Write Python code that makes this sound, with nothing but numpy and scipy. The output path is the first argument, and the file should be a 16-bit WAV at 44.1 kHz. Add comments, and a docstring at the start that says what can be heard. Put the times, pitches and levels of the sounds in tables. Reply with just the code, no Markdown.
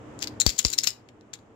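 """Bursts of bright clicks: hard candies rattle in the plastic wheels of a toy bicycle, shaken close by.
Each shake throws the candies against the wheel wall and each other, and they tumble back.
The wheel knocks and the candies ping. Two hard shakes thump the left microphone, and at the end
a finger flicks a wheel. The small room adds a short echo, and a low hum lies underneath."""
import sys
import numpy as np
from scipy import signal
from scipy.fft import rfft, irfft
from scipy.io import wavfile
from scipy.ndimage import uniform_filter1d

SR = 44100
rng = np.random.default_rng(int(sys.argv[2]) if len(sys.argv) > 2 else 0)


def store_wav(level_fs):
    """Save 16-bit WAV to argv[1]."""
    pcm = np.round(np.clip(np.atleast_2d(level_fs), -1, 1) * 32767)
    wavfile.write(sys.argv[1], SR, pcm.T.astype(np.int16))


N = 68355

# Hits, mostly candies; the dull tick near 1.09 s comes from handling the toy: (time [s], wheel knock [dB],
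# candy ping [dB], chatter length [s])
HITS = [(0.1907, -22, -16, 0.001), (0.204, -20, -35, 0.0036), (0.2227, -2.5, -13, 0.0023),
        (0.226, -17, -11, 0.00018), (0.2274, -0.5, -6.5, 0.00028), (0.2361, -6.5, -22, 0.001),
        (0.2417, -5.5, -25, 0.0003), (0.2443, -11, -20, 0.00034), (0.2729, -3.5, -26, 0.00071),
        (0.28, -14.5, -33, 0.00035), (0.3999, -3.5, 2.5, 0.0012), (0.402, -2, 8.5, 0.0012),
        (0.4072, -9, 2.5, 0.00061), (0.4093, 0, 8.5, 0.0018), (0.4127, -8.5, 0.5, 0.0009),
        (0.416, 3, 5, 0.00073), (0.421, -8, -11.5, 0.0022), (0.4643, 11, 4, 0.00062),
        (0.4659, 6, -3, 0.0014), (0.476, -9.5, -1.5, 0.0025), (0.4887, -5, -9, 0.0015),
        (0.4926, 2.5, -4, 0.0025), (0.4987, -8.5, -7, 0.0019), (0.503, -5, -5, 0.0014),
        (0.5808, -8.5, -9, 0.0013), (0.5849, -14.5, -1.5, 0.0025), (0.588, -6.5, -2.5, 0.00046),
        (0.59, -5.5, 11, 0.00056), (0.593, 2, -0.5, 0.00062), (0.5973, -1.5, -4, 0.00028),
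        (0.6026, -8.5, -15, 0.0024), (0.6153, -14.5, -19, 0.00037), (0.6287, -14.5, -16.5, 0.00096),
        (0.6428, -14, -9.5, 0.0006), (0.6495, 8, -6.5, 0.0005), (0.6507, 8, -9.5, 0.00047),
        (0.6519, 1, -0.5, 0.0027), (0.6602, -10, -1.5, 0.0015), (0.6665, -5, -2, 0.0015),
        (0.683, -7, -13, 0.0024), (0.7017, -14, -2, 0.0005), (0.715, -13, -12.5, 0.0025),
        (0.721, -14, -13.5, 0.001), (0.7295, -12.5, -2, 0.0015), (0.734, 0, -2, 0.0034),
        (0.737, -7, -5.5, 0.0016), (0.7404, -11.5, -6.5, 0.00075), (0.744, -23.5, -8, 0.002),
        (0.782, -1.5, -7, 0.0014), (0.7856, 3.5, -8.5, 0.00054), (0.7867, 9, -6, 0.00027),
        (0.7882, 8, 0, 0.00033), (0.798, -8.5, -10, 0.0017), (0.809, -8.5, -18.5, 0.0004),
        (0.8163, -13.5, -17.5, 0.00075), (0.8357, -3.5, 0, 0.0013), (0.8404, -5, 2, 0.0027),
        (0.8453, -4.5, -13.5, 0.0017), (0.8673, -5.5, -10, 0.0044), (0.872, 6.5, -1.5, 0.00036),
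        (0.8737, 9, -4, 0.00063), (0.8756, 5, -1.5, 0.0011), (0.879, -3.5, -3, 0.0015),
        (0.891, -16.5, -5, 0.0011), (0.905, -7.5, -10, 0.001), (1.088, -24.5, -30.5, 0.0033),
        (1.21, -33, -40, 0.0013), (1.3329, -19.5, -26, 0.0015), (1.3361, -14.5, -11, 0.0012),
        (1.3376, -14, -10.5, 0.0018), (1.344, -25, -26.5, 0.0011)]
def clicks():
    """Each hit makes both the wheel and the candy ring."""
    out = np.zeros((2, N))
    for s, knock_db, ping_db, chatter_s in HITS:
        add(out, s, amp(knock_db) * strike(contact(chatter_s), wheel(s)))
        add(out, s, amp(ping_db) * strike(contact(chatter_s), candy()))
    return out


# Tone of the wheel's knock: (pitch [Hz], level [dB])
KNOCK_TONE = [(30, -32.5), (300, -28), (900, -24), (1700, -11.5), (2400, -10.5), (3000, -10), (3700, -5.5),
              (4500, -1.5), (5150, -1), (5900, -1), (6500, -10), (8000, -13), (10200, -30.5),
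              (12000, -26.5), (14200, -16.5), (16000, -28)]
# Notes that ring on in the wheel: (pitch [Hz], level [dB], time to fade 60 dB [s])
WHEEL_NOTES = [(2300, -14, .04), (3500, -10, .04), (3870, -2.5, 0.074), (4134, -5.5, 0.0603),
               (4420, -4.5, 0.046), (4755, -4.5, .04), (5310, -5, .03), (5233, -7, .04), (5670, -2, .05)]
# Tone changes: (start [s], main pitch [Hz], its boost [dB], upper boost [dB], clack [dB], snap [dB])
SHAKE_TONES = [(.18, 4640, -5, 1, -1, -10), (.22, 4820, 3, -4.5, -1.5, -2),
               (.39, 4040, 11.5, 2.5, 1.5, -7.5), (.455, 4610, 10.5, 11, 4, 6.5), (.47, 4900, 4, 0, 3, 1.5),
               (.575, 3180, 6, -0.5, 0, 2), (.64, 4850, 6, -0.5, -1.5, -4), (.725, 4100, 9.5, 5, 4.5, 12),
               (.775, 5270, 8, -4.5, -7.5, -1.5), (.825, 4125, 5.5, 4, 6.5, 6.5),
               (.865, 5140, 10, -3.5, 1.5, 2.5), (1.05, 2920, 3, 0.5, 11, -6.5),
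               (1.32, 3520, 3, -1, 10.5, -9.5)]
def wheel(s):
    """The plastic knocks; its tone changes with where the candies land and how it is held."""
    shake = max(sum(row[0] <= s for row in SHAKE_TONES) - 1, 0)
    _, main_hz, main_db, upper_db, clack_db, snap_db = SHAKE_TONES[shake]
    def boost(hz):
        return (main_db * hill(hz, main_hz, 307) + upper_db * hill(hz, 5750, 440)
                + clack_db * hill(hz, 1996, 2300) + snap_db * hill(hz, 13460, 4080))
    return crack_and_ring(KNOCK_TONE, WHEEL_NOTES, ring_db=-16, boost=boost)


# Tone of a candy's ping: (pitch [Hz], level [dB])
PING_TONE = [(30, -48.5), (2000, -43.5), (5500, -24.5), (6300, -10), (6650, -1.5), (7080, 3.5), (7500, -6),
             (8000, -13), (8600, -15.5), (10000, -33.5), (11800, -25.5), (15000, -28.5)]
# Notes that ring on in a candy: (pitch [Hz], level [dB], time to fade 60 dB [s])
CANDY_NOTES = [(6440, -4, 0.045), (6870, 0, 0.026), (7320, -9, .04), (8260, -13.5, 0.046)]
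def candy():
    """A hard candy pings, each a little different in pitch."""
    tuning = 1 + 0.02 * rng.uniform(-0.47, 1)
    return crack_and_ring([(hz * tuning, db) for hz, db in PING_TONE], CANDY_NOTES, ring_db=-15.5)


def crack_and_ring(tone, notes, ring_db, boost=lambda hz: 0, size=4096):
    """A struck object gives a short crack and ringing notes, never quite the same twice."""
    t = np.arange(size) / SR
    ring = 0
    for hz, db, fade_s in notes:
        level = amp(db + boost(hz) - 60 * t / fade_s) * rng.random()
        pitch = hz * (1 + .012 * rng.uniform(-1, 1))
        ring += level * np.sin(2 * np.pi * (pitch * t + rng.random()))
    crack = unit(tone_filter(tone, lambda hz: boost(hz) + landing_spot(hz)))
    return np.pad(crack, (0, size))[:size] + amp(ring_db) * unit(ring)


def landing_spot(hz, spread_db=2.5, step_hz=700):
    """Where a candy lands makes some pitches louder and others softer, at random."""
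    return spread_db * np.interp(hz / step_hz, np.arange(64), rng.standard_normal(64))


def contact(chatter_s, grit_s=0.00057, chatter_db=3):
    """The force of one hit is a gritty touch plus a brief chatter; gives two random patterns."""
    t = np.arange(SR // 100) / SR
    forces = []
    for grit, chatter in zip(*rng.standard_normal((2, 2, len(t)))):
        grit = unit(np.sign(grit) * np.exp(-t / grit_s))
        chatter = unit(chatter * abs(chatter) * np.exp(-(t / chatter_s) ** 2))
        forces.append(even_out(grit + amp(chatter_db) * chatter))
    return forces


def even_out(force, smooth_hz=170):
    """A hard hit stirs all pitches about equally, so broad dips in its tone are filled in."""
    spectrum = rfft(np.pad(force, (32, 991)))
    step_hz = SR / (2 * len(spectrum) - 2)
    power = uniform_filter1d(abs(spectrum) ** 2, int(smooth_hz / step_hz))
    return irfft(spectrum / (abs(power) + .01 * power.mean()) ** .4)[32:][:len(force)]


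def strike(forces, response, own_share=0.34):
    """Two force patterns ring an object: the left side hears one, the right a blend of both."""
    left, own = (unit(signal.fftconvolve(force, response)) for force in forces)
    return np.array([left, np.sqrt(1 - own_share) * left + np.sqrt(own_share) * own])


# Loose candies falling back: (start [s], length [s], level [dB])
FALLS = [(0.211, 0.04, -43.5), (0.27, 0.014, -44.5), (0.401, 0.022, -31.5), (0.456, 0.0026, -38.5),
         (0.466, 0.044, -32), (0.508, 0.068, -44), (0.579, 0.019, -39.5), (0.602, 0.035, -44),
         (0.656, 0.057, -38.5), (0.676, .019, -38.5), (0.727, 0.015, -32), (.778, 0.012, -32),
         (0.783, 0.017, -35.5), (0.83, 0.034, -35.5), (0.87, 0.026, -31.5), (0.898, 0.041, -49),
         (1.339, 0.019, -48.5), (1.389, .004, -57)]
def tumbles(taps_per_s=1100, fade_db=-6.5, ping_db=-3):
    """Many tiny random taps die away as the candies settle."""
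    out, t = np.zeros((2, N)), np.arange(SR // 10) / SR
    shape = (2, len(t))
    for s, length, db in FALLS:
        for response, part_db in ((wheel(s), 0), (candy(), ping_db)):
            taps = rng.random(shape) < taps_per_s / SR
            forces = taps * rng.choice([-1, 1], shape) * rng.uniform(.5, 1, shape)
            forces *= amp(fade_db * t / length) * (t < length)
            add(out, s, amp(db + part_db) * np.sqrt(length * SR) * strike(forces, response))
    return out


# Jolts: (time [s], level [dB], push or pull [+1/-1], push width [s], swing against push [dB])
JOLTS = [(.465, -3.5, 1, 0.00033, -10.5), (0.652, -8.5, -1, 0.00024, -11.5)]
def thumps(swing_hz=45, extra_hz=65.7, settle_s=0.0081, bump_hz=200, bump_db=-17.5):
    """A jolt gives the left microphone a sharp push, a short bump and a low swing that slows and dies."""
    out, t = np.zeros((2, N)), np.arange(N) / SR
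    for s, db, sign, push_s, swing_db in JOLTS:
        age = np.maximum(t - s, 0)
        turns = swing_hz * age + extra_hz * settle_s * (1 - np.exp(-age / settle_s))
        swing = np.sin(2 * np.pi * turns) * np.exp(-(age / 0.023) ** 2)
        bump = np.sin(2 * np.pi * bump_hz * age) * np.exp(-age / 0.0056)
        push = np.exp(-abs((t - s) / push_s) ** 0.67)
        out[0] += sign * amp(db) * (push - amp(swing_db) * swing - amp(bump_db) * bump)
    return out


# What the right microphone hears: (pitch [Hz], level against the left [dB])
RIGHT_SHADE = [(100, -9.5), (1200, -6.5), (2200, -4), (3500, -9), (4800, -12.5), (5800, -15), (7100, -29),
               (8300, -26), (10200, -10.5), (12000, -4.5), (14500, -6), (16000, -12)]
def far_microphone(x, delay_s=.0002):
    """The toy is near the left microphone, so the right one hears it later and shaded."""
    delayed = np.pad(x, (round(delay_s * SR), 0))
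    return signal.fftconvolve(delayed, tone_filter(RIGHT_SHADE))[:N]


# How long the room rings: (pitch [Hz], time to fade 60 dB [s])
ROOM_FADE = [(200, .35), (1500, 0.29), (4500, 0.23), (7500, 0.23), (14000, 0.19)]
# Tone of the echoes: (pitch [Hz], level [dB])
ECHO_TONE = [(300, -2), (1500, 1), (4500, 1), (7200, -1), (10000, 6.5), (14500, 1)]
def room(x, early_db, tail_db):
    """Sound bounces off hands and table first, then dies away in the room."""
    t = np.arange(SR // 2) / SR
    early = rng.standard_normal(len(t)) * (rng.random(len(t)) < .1) * np.exp(-t / 0.0087) * (t > .001)
    hz, age, noise = signal.stft(rng.standard_normal(len(t)) * (t > .006), SR, nperseg=256)
    fade = amp(-60 * age / look_up(ROOM_FADE, hz)[:, None])
    tail = signal.istft(noise * fade, SR, nperseg=256)[1][:len(t)]
    echoes = amp(early_db) * unit(early) + amp(tail_db) * unit(tail)
    echoes = signal.fftconvolve(echoes, tone_filter(ECHO_TONE))
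    return x + signal.fftconvolve(x, echoes)[:N]


# Tone of the room noise: (pitch [Hz], relative level [dB])
AIR_TONE = [(20, -23), (60, -12.5), (115, 0), (165, -11), (225, -3), (300, -6), (440, -7), (680, -12.5),
            (1000, -15), (2000, -24.5), (3000, -29.5), (4200, -40.5), (7500, -43), (8900, -51.5),
            (16000, -61.5)]
# How alike its two sides are: (pitch [Hz], likeness [0 to 1])
AIR_LIKENESS = [(60, 0.93), (200, 0.91), (550, 0.54), (1500, 0), (15000, 0.072)]
# How it leans to one side: (pitch [Hz], left over right [dB])
AIR_LEAN = [(60, 3), (600, -1.5), (1700, -1.5), (4500, 4), (7200, 20.5), (10000, 0.5), (15000, 2)]
# Hum notes: (pitch [Hz], relative level [dB])
HUM_NOTES = [(115, -13), (305, -8.5), (450, -15)]
# Volume of noise and hum together: (time [s], level [dB])
BACKGROUND_LEVEL = [(0, -46.5), (.15, -44), (.33, -44), (.45, -47.5), (.57, -51), (.8, -52), (1.09, -55),
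                    (1.55, -54.5)]
def background(hum_width_hz=5.12):
    """Low room noise and a wavering hum, which sink soon after the rattling starts."""
    hz = np.fft.rfftfreq(N, 1 / SR)
    shared, own, hum_noise = rfft(rng.standard_normal((3, N)))
    likeness, lean = look_up(AIR_LIKENESS, hz), amp(look_up(AIR_LEAN, hz) / 2)
    right = likeness * shared + np.sqrt(1 - likeness ** 2) * own
    air = irfft(np.array([shared * lean, right / lean]) * amp(look_up(AIR_TONE, hz)), N)
    hum = sum(amp(db) * unit(irfft(hum_noise * hill(hz, f, hum_width_hz), N)) for f, db in HUM_NOTES)
    level = amp(np.interp(np.arange(N) / SR, *np.transpose(BACKGROUND_LEVEL)))
    return (np.sqrt(2) * unit(air) + hum) * np.sqrt(N) * level


def amp(db):
    """Turns decibels into a multiplier."""
    return 10 ** (np.asarray(db) / 20)


def unit(x):
    """Scales a sound to energy 1."""
    return x / np.sqrt(np.sum(x ** 2) + 1e-20)


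def hill(hz, centre_hz, width_hz):
    """A smooth hill of height 1."""
    return np.exp(-((hz - centre_hz) / width_hz) ** 2)


def look_up(table, hz):
    """Reads between a table's rows on a musical (log) pitch scale."""
    pitches, values = np.transpose(table)
    return np.interp(np.log(hz + 1), np.log(pitches + 1), values)


def add(mix, s, sound):
    """Mixes a stereo sound in at s seconds."""
    part = mix[:, max(round(s * SR), 0):][:, :sound.shape[1]]
    part += sound[:, :part.shape[1]]


def tone_filter(tone, boost=lambda hz: 0, size=2048):
    """A sharp click with the given tone plus a boost in dB; it also works as a filter."""
    hz = abs(np.fft.fftfreq(size, 1 / SR))
    log_gain = np.log(amp(look_up(tone, hz) + boost(hz)))
    return np.fft.ifft(np.exp(np.conj(signal.hilbert(log_gain)))).real[:size // 2]


def scene():
    """The rattle in its room, with the thumps and the background."""
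    left, right = clicks() + tumbles()
    left = room(left, early_db=-13, tail_db=-19)
    right = room(far_microphone(right), early_db=-5.5, tail_db=-13)
    return np.array([left, right]) + thumps() + background()


def record(dry):
    """Clips peaks that are too loud and cuts the highest treble."""
    low_pass = signal.firwin(255, cutoff=15900, window=("kaiser", 9), fs=SR)
    return signal.oaconvolve(np.clip(dry, -1, 1), low_pass[None], "same")


dry = scene()
out = record(dry)
store_wav(out)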